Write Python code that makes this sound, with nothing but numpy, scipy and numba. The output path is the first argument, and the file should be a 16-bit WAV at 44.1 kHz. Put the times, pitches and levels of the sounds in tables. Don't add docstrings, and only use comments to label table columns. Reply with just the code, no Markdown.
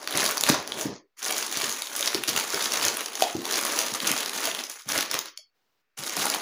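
import sys
import numpy as np
from scipy import signal
from scipy.fft import rfft, irfft, next_fast_len
from scipy.io import wavfile
from scipy.ndimage import uniform_filter1d
from numba import njit

SR = 44100
rng = np.random.default_rng(int(sys.argv[2]) if len(sys.argv) > 2 else 0)


def bounce(signal):
    frames = np.transpose(np.atleast_2d(signal))
    limited = np.clip(frames, -1, 1)
    pcm = np.round(limited * 32767).astype(np.int16)
    wavfile.write(sys.argv[1], SR, pcm)


def attenuation_scalar(level_db):
    decades = np.asarray(level_db, float) / 20
    return 10 ** decades


N = 282681


def unit(x):
    return x / np.sqrt(np.mean(x ** 2))


def white():
    return rng.standard_normal(N)


def colour(x, points):
    hz, gain_db = np.transpose(points)
    size = next_fast_len(len(x))
    bin_hz = np.maximum(np.arange(size // 2 + 1) * SR / size, 1)
    gain = attenuation_scalar(np.interp(np.log(bin_hz), np.log(hz), gain_db))
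    return irfft(rfft(x, size) * gain, size)[:len(x)]


def band(x, lo_hz, hi_hz):
    return signal.sosfilt(signal.butter(2, [lo_hz, hi_hz], "band", fs=SR, output="sos"), x)


def walk(rate_hz):
    hold = int(SR / rate_hz)
    steps = np.repeat(rng.standard_normal(N // hold + 1), hold)
    return 1.3 * uniform_filter1d(steps, hold)[:N]


@njit
def bursts(start_s, peak, hz, ring_s, push_s, direct, noise):
    out, buf = np.zeros(len(noise)), np.zeros(16384)
    for e in range(len(start_s)):
        i0 = int(start_s[e] * SR)
        n = min(int((1.5 * push_s[e] + ring_s[e]) * SR) + 8, 16384, len(out) - i0)
        pole = np.exp(2j * np.pi * hz[e] / SR - np.log(1000.) / (ring_s[e] * SR))
        z, top, norm = 0j, 1e-12, np.sqrt(1 - abs(pole) ** 2)
        for i in range(n):
            u = i / (push_s[e] * SR)
            push = noise[i0 + i] * min(1., 5 * u + .2) * np.exp(-1.5 * u ** 3)
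            z = z * pole + push
            buf[i] = 2 * norm * z.imag + direct[e] * push
            top = max(top, abs(buf[i]))
        for i in range(n):
            out[i0 + i] += peak[e] * buf[i] / top
    return out


# touch_s, lift_s
TOUCHES = [
    (-.1, .975),
    (1.17, 5.29),
    (5.975, 6.5),
]
# peak_s, level_db, swell_s_per_10db, fade_s_per_10db
GRABS = [(-.001, -38, .1, .11), (.03, -38, .03, .1), (.168, -25.5, .055, .38), (.261, -28, .4, .12),
         (.455, -33.5, .2, .3), (.491, -23, .032, .068), (.819, -35.5, .18, .08), (1.253, -30.5, .038, .9),
         (1.374, -31, .9, .2), (1.522, -31.5, .056, .9), (1.637, -30.5, .9, .23), (2.071, -29.5, .2, .15),
         (2.286, -26, .008, .034), (2.37, -27, .047, .13), (2.55, -32, .19, .9), (2.85, -27.5, .7, .19),
         (3.235, -32.5, .13, .16), (3.519, -30, .11, 1.5), (3.813, -28, .45, .11),
         (3.949, -29.5, .027, .044), (4.077, -25.5, .078, .18), (4.474, -29, .21, .041),
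         (4.591, -36, .4, .073), (4.709, -42, .027, .15), (4.9, -26, .013, .9), (4.988, -27, .9, .066),
         (5.147, -27.5, .04, .038), (5.276, -45.5, .06, .03), (5.985, -35.5, .014, 1.7),
         (6.179, -29, .03, .3), (6.262, -26, .28, .13)]
# time_s, crisp_db (sheet treble), weight_db (on the box)
STANCE = [(.2, -8, -4), (.47, -6, -5), (.57, -15, -1), (.84, -3, -1), (.95, -30, 3), (1.18, -6, -17),
          (1.3, -6.5, -6), (1.55, -7, -10), (1.85, -4, -10), (2.15, -8, -9), (3.2, -7, -6), (4.68, -7, -6),
          (4.72, -5, -18), (4.79, -4, -12), (4.82, -4, -26), (4.86, -4, -20), (4.95, -7, -5),
          (5.27, -16, -9), (5.97, -4, -9), (6.2, -8, -6)]


def hands():
    land_db_per_s, lift_db_per_s, usual_db = 4000, 550, -33
    t = np.arange(N) / SR
    peak_s, level_db, swell_s, fade_s = np.transpose(GRABS)
    last = np.searchsorted(peak_s, t, "right") - 1
    ahead = np.minimum(last + 1, len(peak_s) - 1)
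    rising_db = level_db[ahead] - 10 * (peak_s[ahead] - t) / swell_s[ahead]
    rising_db = np.where(ahead > last, rising_db, -99)
    falling_db = level_db[last] - 10 * (t - peak_s[last]) / fade_s[last]
    grip_db = np.maximum(falling_db, rising_db)
    away_db = np.max([
        np.minimum(np.minimum(land_db_per_s * (t - touch_s), lift_db_per_s * (lift_s - t)), 0)
        for touch_s, lift_s in TOUCHES], axis=0)
    time_s, crisp_db, weight_db = np.transpose(STANCE)
    effort_db = np.clip(grip_db - usual_db, -15, 15)
    crisp_db = np.interp(t, time_s, crisp_db) + .03 * effort_db
    weight_db = np.interp(t, time_s, weight_db) - .2 * effort_db
    return np.maximum(grip_db + away_db, -99), crisp_db, weight_db


# time_s, level_db (re rustle)
ROCKING = [(.3, -20), (.6, -10), (1, -6), (1.25, -20), (1.8, -28), (2.2, -20), (2.9, -18), (3, -34),
           (4.4, -36), (4.5, -16), (5.3, -16), (6, -28)]


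def rocking():
    level_db = np.interp(np.arange(N) / SR, *np.transpose(ROCKING))
    return unit(band(white(), 45, 170)) * attenuation_scalar(level_db + 4 * walk(15))


def paper(level_db, crisp_db, weight_db):
    when, rarity, pitch, length = rng.random((6000, 4)).T
    size_db = np.minimum(-3.4 * np.log(rarity), 13.5)
    hz = 900 * (9000 / 900) ** pitch
    push_s = 0.00068 + 0.0057 * length ** 2
    hail = bursts(when * N / SR, attenuation_scalar(size_db), hz, 3.2 / hz, push_s, 1.04 + 0 * hz, white())
    rub = white() * attenuation_scalar(4.5 * walk(80))
    sheet = (unit(hail) + .35 * rub) * attenuation_scalar(0.73 * walk(22))
    mid = unit(band(sheet, 800, 7640))
    top = unit(band(sheet, 5730, 16000))
    panels = unit(band(sheet + 3.0 * white(), 230, 1000))
    low = attenuation_scalar(weight_db) * rocking() + attenuation_scalar(weight_db + 0.54) * panels
    return attenuation_scalar(level_db - 0.5) * (mid + attenuation_scalar(crisp_db + 5) * top + low)


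# start_s, peak_db, ring_hz, treble_peak_db, burst_ms
SNAPS = [(.0746, -11, 3840, -22, 3), (.1731, -10, 6560, -13, 4), (.3095, -19.5, 1460, -18, 4.5),
         (.371, -13.5, 1380, -19, 3.9), (.4094, -15, 6130, -15, 2.3), (.4368, -4, 4020, -11, 1.9),
         (.4872, -6, 1588, -17, 11), (.5416, -11.5, 1210, -33, 7.9), (.6758, -19.5, 5470, -26, 1.3),
         (.7206, -13, 3560, -31.5, 2.0), (1.9631, -22, 6720, -17.5, 2.9), (2.0744, -9.5, 6290, -20.5, 5.4),
         (2.1456, -10.5, 5640, -19, 2.6), (2.2359, -11.5, 3500, -19, 4.2), (2.362, -10, 3270, -17.5, 5),
         (3.1516, -17.5, 6760, -23.5, 9.5), (3.2225, -16, 3320, -17, 3.2), (3.5404, -11, 4780, -26.5, 2.1),
         (4.0708, -13.5, 5230, -16, 9), (4.4524, -13.5, 4220, -17, 9), (4.6964, -21.5, 6680, -24.5, 6.9),
         (5.113, -16, 5720, -19, 3), (5.1895, -15, 5020, -17, 3.1), (5.3744, -44, 5050, -34, 4)]
# start_s, peak_db, ring_hz, treble_peak_db
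MORE_SNAPS = [(.1513, -14, 2575, -29), (.2617, -12.5, 4130, -18.5), (.2898, -14, 1460, -19.5),
              (.379, -14, 5540, -20.5), (.811, -22, 7160, -22), (1.2439, -22, 6820, -23),
              (1.308, -13.5, 2330, -18), (1.5715, -16, 4490, -20), (1.6936, -16, 4100, -20.5),
              (1.82, -16, 3960, -21.5), (2.0077, -15.5, 6590, -18), (2.0259, -13.5, 3750, -31.5),
              (2.281, -13.5, 4820, -18), (2.5431, -17, 5930, -20), (2.7359, -13.5, 6600, -16.5),
              (2.85, -12, 6590, -15.5), (2.8819, -10, 6500, -18), (2.9693, -17.5, 3090, -19.5),
              (3.6501, -15, 1210, -18.5), (3.7888, -12, 6430, -15.5), (4.0016, -14, 3960, -26),
              (4.1149, -12, 3100, -12), (4.2597, -18, 4700, -24), (4.5477, -17, 3780, -27),
              (4.5895, -15.5, 3600, -29), (4.9776, -15, 5170, -16), (5.141, -11.5, 3320, -15.5),
              (6.0358, -23, 4740, -26), (6.2547, -10.5, 1184, -16), (6.3395, -14, 3880, -26)]
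# start_s, peak_db, ring_hz
TICKS = [(3.1981, -23, 5370), (2.2765, -19, 6000), (2.2905, -14, 5500), (2.2955, -16, 3500),
         (2.3755, -16, 6000), (2.3885, -17, 1500), (.4935, -13, 1300), (2.1515, -18, 1400),
         (1.2271, -23, 6320), (1.2815, -20, 6580), (1.3663, -18, 4250), (1.513, -23, 6660),
         (2.8305, -18, 6200), (3.1313, -30, 3500), (3.2066, -17, 1800), (4.2472, -24, 1770),
         (4.8586, -36, 600), (.2402, -16, 900), (.1246, -20, 3680), (.2041, -15, 4680), (.6, -27, 2024),
         (1.3233, -17, 5600), (1.3804, -16.5, 7020), (1.4252, -18, 6200), (1.464, -21, 6550),
         (1.5252, -17, 3770), (1.6172, -16.5, 4020), (1.6426, -17, 6330), (1.725, -20, 6760),
         (1.8707, -21, 3860), (2.0582, -15, 7060), (2.3978, -15, 4110), (2.5028, -20, 6120),
         (2.6243, -17, 4600), (2.7202, -17, 6240), (3.0063, -20.5, 4010), (3.059, -21, 5430),
         (3.453, -19, 4010), (3.5229, -16, 6160), (3.8144, -17, 3960), (3.9376, -18.5, 6700),
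         (4.2051, -15.5, 4040), (4.4724, -13.5, 2850), (4.6368, -22.5, 5640), (5.0078, -14, 4180),
         (5.2567, -25, 4820), (6.1669, -16, 1210), (6.3002, -12, 6250)]
# start_s, peak_db, ring_hz
MORE_TICKS = [(0.0278, -25, 1310), (0.1082, -17, 3450), (0.2104, -13, 5080), (0.2524, -11, 5580),
              (0.6254, -25, 2010), (0.7951, -17, 3480), (0.827, -20, 1500), (0.8555, -22, 1630),
              (1.1912, -32, 3240), (1.6003, -13, 3260), (1.9919, -14, 6490), (2.3311, -17, 2780),
              (2.4414, -19, 1490), (2.4783, -21, 1290), (2.5955, -18, 1640), (2.6424, -13, 6450),
              (3.0839, -23, 3080), (3.3657, -22, 5770), (3.4181, -22, 3260), (3.5104, -13, 6690),
              (3.5578, -15, 5770), (3.5793, -15, 1430), (3.6114, -13, 1770), (3.6795, -15, 1630),
              (3.7209, -15, 1610), (3.8616, -17, 3970), (4.1774, -14, 6470), (4.2288, -17, 4240),
              (4.2941, -16, 3640), (4.3321, -19, 3430), (4.4039, -17, 1500), (4.6674, -28, 6770),
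              (4.7144, -27, 6200), (4.7571, -26, 1310), (4.7935, -33, 4880), (4.8194, -33, 5900),
              (4.8888, -16, 6150), (4.9204, -13, 6040), (5.0264, -14, 1660), (6.0766, -20, 5090),
              (6.0945, -17, 6380), (6.135, -21, 4180), (6.1759, -16, 2020), (6.1998, -14, 1460),
              (6.2674, -11, 1800), (6.3464, -10, 1460)]


def snaps():
    fold_ms, crinkle_db, small_treble_db = 3.7, -4, -5
    small = list(TICKS) + [(s, db + crinkle_db, hz) for s, db, hz in MORE_TICKS]
    folds = [tuple(row) + (fold_ms,) for row in MORE_SNAPS]
    small = [(s, db, hz, db + small_treble_db, fold_ms) for s, db, hz in small]
    start_s, peak_db, hz, treble_db, burst_ms = np.vstack([SNAPS, folds, small]).T.copy()
    push_s = 0.98 * np.clip(burst_ms, .3, 12) / 1000
    tearing = white() * attenuation_scalar(3 * walk(1500))
    facet = band(band(tearing, 510, 7500), 460, 9800)
    hiss = band(tearing, 8500, 17000)
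    body = bursts(start_s, attenuation_scalar(peak_db - 3.5), hz, 5.5 / hz, push_s, 1.4 + 0 * hz, facet)
    edge = bursts(start_s, attenuation_scalar(treble_db + 5.5), 14800 + 0 * hz, .0004 + 0 * hz,
                  .9 * push_s, 1.2 + 0 * hz, hiss)
    return body + edge


# start_s, peak_db, wall_hz, ring_s, table_thud_db
THUMPS = [(0.146, -22, 359, 0.025, -40), (0.496, -6.5, 312, 0.013, -34.5), (0.851, -14.5, 330, 0.035, -36),
          (1.301, -24, 765, 0.049, -54), (1.567, -23, 343, 0.016, -75), (1.629, -26, 393, 0.048, -45.5),
          (1.998, -27, 564, 0.067, -66.5), (2.145, -15.5, 356, 0.041, -40), (2.279, -24, 340, 0.05, -42.5),
          (2.536, -19.5, 346, 0.023, -47), (2.857, -23.5, 620, 0.024, -43.5),
          (3.347, -14.5, 347, 0.05, -38), (3.8, -25, 670, 0.036, -57), (3.918, -30, 210, 0.03, -47),
          (4.104, -19, 274, 0.03, -58), (4.47, -23.5, 683, 0.045, -55.5), (4.858, -42, 148, 0.047, -47),
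          (5.143, -22, 550, 0.03, -50), (5.385, -47, 620, 0.06, -90), (5.988, -32.5, 154, 0.03, -52.5),
          (6.166, -25, 800, 0.015, -60), (6.174, -25, 200, 0.03, -45), (0.767, -29, 258, 0.03, -55),
          (2.351, -28, 240, 0.03, -55), (4.026, -30, 215, 0.03, -55), (4.977, -27, 371, 0.03, -55)]
# mode_hz, width_hz, gain_db
BOX = [(144, 33, 8), (288, 17, -26), (315, 74, -13), (417, 74, -4), (674, 53, -1)]


def thumps():
    start_s, peak_db, hz, ring_s, thud_db = np.transpose(THUMPS)
    flat = 0 * hz
    noise = band(band(white(), 90, 900), 90, 900)
    direct = 1.8 * np.minimum(400 / hz, 1) ** 2
    ring_s = np.clip(ring_s, .004, .3)
    wall = bursts(start_s + 0.0025, attenuation_scalar(peak_db - 3), hz, ring_s, 0.005 + flat, direct, noise)
    shudder = bursts(start_s + 0.0067, attenuation_scalar(thud_db + 10), hz, .005 + flat,
                     1.96 * ring_s, 1.5 + flat, band(noise, 100, 500))
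    cavity = sum(attenuation_scalar(gain_db) * band(wall, mode_hz - width_hz / 2, mode_hz + width_hz / 2)
                 for mode_hz, width_hz, gain_db in BOX)
    thud = bursts(start_s + 0.0024, attenuation_scalar(thud_db + 7), 135 + flat, 0.038 + flat,
                  .01 + flat, 1.9 + flat, band(noise, 60, 190))
    return band(wall + shudder + attenuation_scalar(-8) * cavity + thud, 90, 1500)


# mode_hz, width_hz, level_db
POP_MODES = [(740, 140, 4), (1400, 200, -12), (1840, 250, -11), (2560, 250, -14), (3300, 280, -4),
             (6290, 200, -19)]
# mode_hz, width_hz, level_db
CLICK_MODES = [(2320, 200, -12), (3390, 200, -11), (3810, 250, -9), (4500, 200, -3), (5110, 250, -7),
               (5960, 200, -11)]


def flick(start_s, peak_db, modes):
    hz, width_hz, level_db = np.transpose(modes).copy()
    rung = bursts(start_s + 0 * hz, attenuation_scalar(peak_db + level_db), hz, 2.4 / width_hz,
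                  .0015 + 0 * hz, 0 * hz, white())
    return band(rung, .55 * hz[0], 12000)


def pops():
    return flick(3.2222, -9, POP_MODES) + flick(5.3746, -31, CLICK_MODES)


# band_hz, t60_s
ROOM_T60 = [(150, 0.28), (500, 0.37), (2000, 0.4), (6000, .26), (12000, 0.23)]


def room(x):
    t = np.arange(SR // 2) / SR
    band_hz, t60_s = np.transpose(ROOM_T60)
    spot = np.arange(N) / (.06 * SR)
    wet = 0
    for k in range(4):
        tail = 0
        for hz in 100 * 2 ** np.arange(0, 7.6, .5):
            decay_s = np.interp(np.log(hz), np.log(band_hz), t60_s)
            diffuse = band(rng.standard_normal(len(t)), hz / 1.21, hz * 1.19)
            tail = tail + diffuse * attenuation_scalar(-60 * t / decay_s)
        tail = tail * np.clip((t - .007) / 0.001, .5, 1) * (t > .001)
        share = np.clip(1 - abs((spot - k) % 4 - 1), 0, 1)
        wet = wet + signal.fftconvolve(x * np.sqrt(share), tail / np.sqrt(np.sum(tail ** 2)))[:N]
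    return x + attenuation_scalar(-7) * wet


def scene():
    return room(paper(*hands()) + snaps() + pops() + thumps())[None]


# hz, level_db_per_bin
LEARNT = [(100, -66), (330, -80), (650, -70), (1100, -79), (2300, -84), (3600, -78), (4600, -85),
          (6500, -81), (12000, -87)]


def suppress(x):
    f, _, z = signal.stft(x, SR, nperseg=512)
    power = uniform_filter1d(uniform_filter1d(abs(z) ** 2, size=5, axis=1), size=3, axis=0)
    hz, level_db = np.transpose(LEARNT)
    patchy_db = 3 * np.repeat(rng.standard_normal(len(f)), 4)[:len(f)]
    learnt_db = np.interp(np.log(f + 1), np.log(hz), level_db) + patchy_db
    learnt = attenuation_scalar(learnt_db)[:, None] ** 2
    gain = np.clip(power / (power + learnt), attenuation_scalar(-30), 1) ** 2
    return signal.istft(z * gain, SR, nperseg=512)[1][:N]


# hz, level_db_per_hz
HUSH = [(18, -42), (30, -12), (43, -15), (415, -3), (449, 0), (512, -5), (913, -5), (5170, -11),
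        (8520, -22), (13300, -23), (14800, -11), (16000, -19)]
# time_s, level_db, extra_db (outside 1.2-2.7 kHz)
HUSH_LEAK = [(5.3, -83, -2), (5.54, -79, -5), (5.555, -76.5, 0), (5.815, -76.5, 0), (5.825, -77, -6)]


def leaked_hush():
    t = np.arange(N) / SR
    time_s, level_db, extra_db = np.transpose(HUSH_LEAK)
    hush = unit(colour(white(), HUSH))
    outer = colour(hush, [(1100, 0), (1300, -40), (2600, -40), (2900, 0)])
    hush = hush - outer + outer * attenuation_scalar(np.interp(t, time_s, extra_db))
    return hush * attenuation_scalar(np.interp(t, time_s, level_db))


# hz, gain_db
MIC = [(30, -39.5), (60, -7.5), (130, -3), (300, -1), (2500, -1), (6500, 9.5), (7100, 4.5), (8200, -3.5),
       (10300, 2), (12000, -7.5), (13600, -10.5), (15000, 0.5), (16300, -36)]


def low_pass(x):
    return signal.sosfilt(signal.butter(12, 16810, fs=SR, output="sos"), x)


def record(dry):
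    rumble = attenuation_scalar(-102) * unit(band(white(), 30, 130))
    offset = -.0001
    mix = suppress(colour(dry[0], MIC)) + leaked_hush() + rumble + offset
    return low_pass(mix[None])


dry = scene()
out = record(dry)
bounce(out)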